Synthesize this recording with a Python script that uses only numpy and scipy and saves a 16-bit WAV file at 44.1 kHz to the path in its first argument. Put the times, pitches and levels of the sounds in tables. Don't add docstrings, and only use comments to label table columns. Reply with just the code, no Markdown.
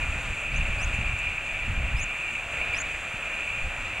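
import sys
import numpy as np
from scipy import signal
from scipy.fft import rfft, irfft
from scipy.io import wavfile

SR = 44100
rng = np.random.default_rng(int(sys.argv[2]) if len(sys.argv) > 2 else 0)


def to_wav(s):
    ch = np.atleast_2d(s).T
    pcm = np.round(np.clip(ch, -1, 1) * 32767)
    wavfile.write(sys.argv[1], SR, pcm.astype(np.int16))


N = 176400
TIME = np.arange(N) / SR

# t/s, level/dB
SURF_RIDE = [(0, -39), (.27, -39.5), (.35, -40.5), (.55, -39.5), (.8, -38.5), (1.2, -40.5), (1.9, -40.5),
             (2.47, -41), (2.56, -37.5), (2.67, -39), (2.79, -38), (3.1, -39.5), (3.5, -40.5), (4, -40)]
RING_RIDE = [(0, -32.5), (.04, -32), (.12, -36), (.4, -33.5), (.57, -31.5), (.87, -34), (1.0, -30),
             (1.12, -32), (1.25, -29.5), (1.48, -34), (1.57, -32), (1.73, -35), (2.1, -31.5), (2.37, -33),
             (2.47, -37), (2.62, -31), (2.75, -32), (3.03, -37), (3.25, -34), (3.41, -32.5), (3.65, -34),
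             (3.74, -37.5), (3.88, -33), (4, -32.5)]
WIND_RIDE = [(0, -35.5), (.11, -31), (.24, -40.5), (.31, -32.5), (.41, -48), (.52, -34.5), (.63, -28),
             (.73, -37), (.83, -30), (.92, -35.5), (1.0, -28.5), (1.16, -37.5), (1.21, -41.5), (1.27, -38),
             (1.4, -45.5), (1.55, -39), (1.665, -38.5), (1.69, -28), (1.82, -31), (1.95, -32), (2.04, -37),
             (2.12, -50), (2.35, -48), (2.62, -42), (2.95, -47.5), (3.42, -50.5), (3.65, -37),
             (3.75, -42.5), (4, -42.5)]
GRASS_RIDE = [(0, -51), (.1, -51), (.42, -51), (.49, -55), (.68, -52.5), (.95, -52.5), (1.3, -54.5),
              (1.6, -54.5), (2.1, -54.5), (2.33, -52.5), (2.45, -54), (2.56, -52), (2.66, -55),
              (2.9, -52.5), (3.3, -53.5), (4, -53.5)]
# f/Hz, relative level/dB
SURF_EQ = [(30, -3), (60, -1.5), (90, -6), (130, -3), (200, -8.5), (300, -7.5), (440, -10.5), (540, -3.5),
           (650, -2), (850, -5), (1100, -5), (1400, -1), (1600, -2.5), (1950, 0), (2500, -3.5),
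           (3150, -8.5), (3600, -12.5), (4200, -22), (4450, -19), (4750, -26.5), (5100, -25.5), (5450, -30),
           (6000, -25), (9000, -31.5), (15000, -40)]
RING_EQ = [(1500, -35), (2050, -30), (2230, -6.5), (2400, 2), (2600, -1), (2800, -4), (3000, -24.5),
           (3800, -32), (6000, -70)]
WIND_EQ = [(12, -9.5), (30, 2.5), (55, -3.5), (90, -8.5), (130, -12), (170, -20), (240, -23.5),
           (330, -31.5), (600, -47), (2000, -90)]
GRASS_EQ = [(3000, -37), (5500, -24.5), (6100, -6.5), (6350, -8.5), (6700, -1.5), (6950, 0), (7250, 2.5),
            (7700, -2.5), (8000, -1), (8350, -7.5), (8750, -6.5), (9700, -12.5), (10700, -20.5),
            (12500, -21.5), (15000, -27)]
# t/s, peak level/dB, f/Hz
EDDIES = [(.1, -27, 71), (0.306, -27, 38), (0.593, -21, 47), (.99, -23, 95), (1.139, -23.5, 55),
          (1.692, -22.5, 68), (1.807, -19.5, 51), (1.95, -17.5, 55), (3.144, -33, 110), (3.65, -26, 13),
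          (3.68, -36.5, 92)]
# t/s, level/dB, half length/s
STALK_BRUSHES = [(.948, -55, .008), (1.086, -58, 0.0027), (1.191, -50, 0.0057), (2.336, -59, 0.0055),
                 (2.733, -54, .004), (3.853, -58, .004)]
# t/s, length/s, top f/Hz, gain/dB, second voice trim/dB, climb exponent (higher climbs later)
BIRD_CHIRPS = [(0.517, 0.07, 7100, -40, -4, 1), (0.779, 0.072, 6970, -33, 3, 1.2),
               (1.96, .085, 7450, -32, -2, 1.04), (2.739, .083, 7290, -30, -4.5, 0.94)]
# share of length, share of top pitch, main voice relative level/dB, second voice relative level/dB
CHIRP_CONTOUR = [(0, .63, -20, -41), (.12, .67, -17, -32), (.3, .71, -21, -14), (.49, .83, -8, -13.5),
                 (.56, 0.94, -17, -15.5), (.65, .91, -4, -25), (.73, .87, -7, -22), (.87, 0.94, -1.5, -27),
                 (.95, 1, -2, -36), (1, 0.7, -6, -40)]
# t/s, peak level/dB
STONE_KNOCKS = [(1.012, -30), (1.549, -24), (2.352, -19.5), (2.615, -15.5), (2.641, -25), (2.738, -20),
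                (2.747, -17), (3.389, -22)]
# f/Hz, rms level/dB
WHINE_TONES = [(8021, -68.5), (11472, -72)]

SURF_TRIM_DB, RING_TRIM_DB, WIND_TRIM_DB, GRASS_TRIM_DB = 2.5, 0.07, 2, 1.5
LEFT_LAG_S = .000023


def from_db(db):
    return 10 ** (np.asarray(db) / 20)


def rms_one(x):
    return x / np.sqrt(np.mean(x ** 2) + 1e-20)


def fader(ride):
    return from_db(np.interp(TIME, *np.transpose(ride)))


def drift(rate_hz):
    hop, settle = 40, 2000
    pole = np.exp(-2 * np.pi * hop * rate_hz / SR)
    noise = rng.standard_normal(N // hop + settle + 2)
    slow = signal.lfilter([1], [1, -2 * pole, pole * pole], noise)[settle:]
    return np.interp(np.arange(N) / hop, np.arange(len(slow)), rms_one(slow))


def eq(x, curve):
    hz, db = np.transpose(curve)
    bins = np.maximum(np.fft.rfftfreq(N, 1 / SR), 1)
    return irfft(rfft(x) * from_db(np.interp(np.log(bins), np.log(hz), db)), N)


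def patchy_noise(depth_db, rate_hz):
    white = rfft(rng.standard_normal(N))
    octave = np.log2(np.maximum(np.fft.rfftfreq(N, 1 / SR), 200) / 200).astype(int)
    bands = (irfft(white * (octave == k), N) for k in np.unique(octave))
    return sum(band * from_db(depth_db * drift(rate_hz)) for band in bands)


def surf():
    wash = rms_one(eq(patchy_noise(depth_db=0.92, rate_hz=11.5), SURF_EQ))
    return from_db(SURF_TRIM_DB) * fader(SURF_RIDE) * wash


def mic_ring(clicks_per_s=2500, spread_db=1.5, click_share=0.27):
    sizes = from_db(spread_db * np.minimum(rng.exponential(1, N), 5)) * rng.choice([-1, 1], N)
    clicks = rms_one(sizes * (rng.random(N) < clicks_per_s / SR))
    hiss = rng.standard_normal(N)
    ring = eq(np.sqrt(click_share) * clicks + np.sqrt(1 - click_share) * hiss, RING_EQ)
    flicker_db = 0.5 * drift(49)
    return fader(RING_RIDE) * from_db(RING_TRIM_DB + flicker_db) * rms_one(ring)


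def wind(lumpy_db=2.0):
    turbulence = rng.standard_normal(N) * from_db(lumpy_db * drift(24))
    out = from_db(WIND_TRIM_DB) * fader(WIND_RIDE) * rms_one(eq(turbulence, WIND_EQ))
    for t, db, hz in EDDIES:
        turn = 2 * np.pi * hz * (TIME - t)
        out += from_db(db) * turn * np.exp((1 - turn ** 2) / 2)
    return out


def grass():
    hiss = rms_one(eq(patchy_noise(depth_db=0.55, rate_hz=14), GRASS_EQ))
    brushes = sum(from_db(db) * np.exp(-((TIME - t) / half) ** 2 / 2) for t, db, half in STALK_BRUSHES)
    return hiss * (from_db(GRASS_TRIM_DB) * fader(GRASS_RIDE) + brushes)


def camera_whine():
    stereo_time = TIME - np.array([[LEFT_LAG_S], [0]])
    return sum(from_db(db) * np.sqrt(2) * np.sin(2 * np.pi * hz * stereo_time) for hz, db in WHINE_TONES)


def bird(jitter=.012, flutter_db=2.5, second_ratio=1.48, octave_db=-22):
    out = np.zeros(N)
    share, *columns = np.transpose(CHIRP_CONTOUR)
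    for start, length, top_hz, gain_db, second_trim_db, climb in BIRD_CHIRPS:
        along = np.clip((TIME - start) / length, 0, 1) ** climb
        pitch, main_db, second_db = (np.interp(along, share, c) for c in columns)
        hz = top_hz * pitch * (1 + jitter * drift(159))
        phase = 2 * np.pi * np.cumsum(hz) / SR
        main = from_db(main_db + flutter_db * drift(200)) * np.sin(phase)
        second = from_db(second_db + second_trim_db) * np.sin(second_ratio * phase)
        octave = from_db(octave_db) * (1 - along) ** 2 * np.sin(2 * phase)
        fades = np.clip(20 * np.minimum(along, 1 - along), 0, 1)
        out += from_db(gain_db) * fades * (main + second + octave)
    return out


def stone_knocks(decay_s=0.0027):
    out = np.zeros(N)
    for t, db in STONE_KNOCKS:
        envelope = (TIME >= t) * np.exp(-abs(TIME - t) / decay_s)
        knock = eq(rng.standard_normal(N) * envelope, RING_EQ)
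        out += from_db(db) * knock / abs(knock).max()
    return out


def scene():
    shore = surf() + mic_ring() + wind() + grass() + bird() + stone_knocks()
    delay = np.exp(-2j * np.pi * np.fft.rfftfreq(N, 1 / SR) * LEFT_LAG_S)
    return np.array([irfft(rfft(shore) * delay, N), shore])


def record(dry, mono_below_hz=790, top_cut_hz=15200):
    left, right = dry + camera_whine()
    mid = (left + right) / 2
    low_cut = signal.butter(3, mono_below_hz, "high", fs=SR, output="sos")
    side = signal.sosfiltfilt(low_cut, (left - right) / 2)
    top_cut = signal.ellip(10, .1, 80, top_cut_hz, fs=SR, output="sos")
    return signal.sosfilt(top_cut, [mid + side, mid - side])


dry = scene()
out = record(dry)
to_wav(out)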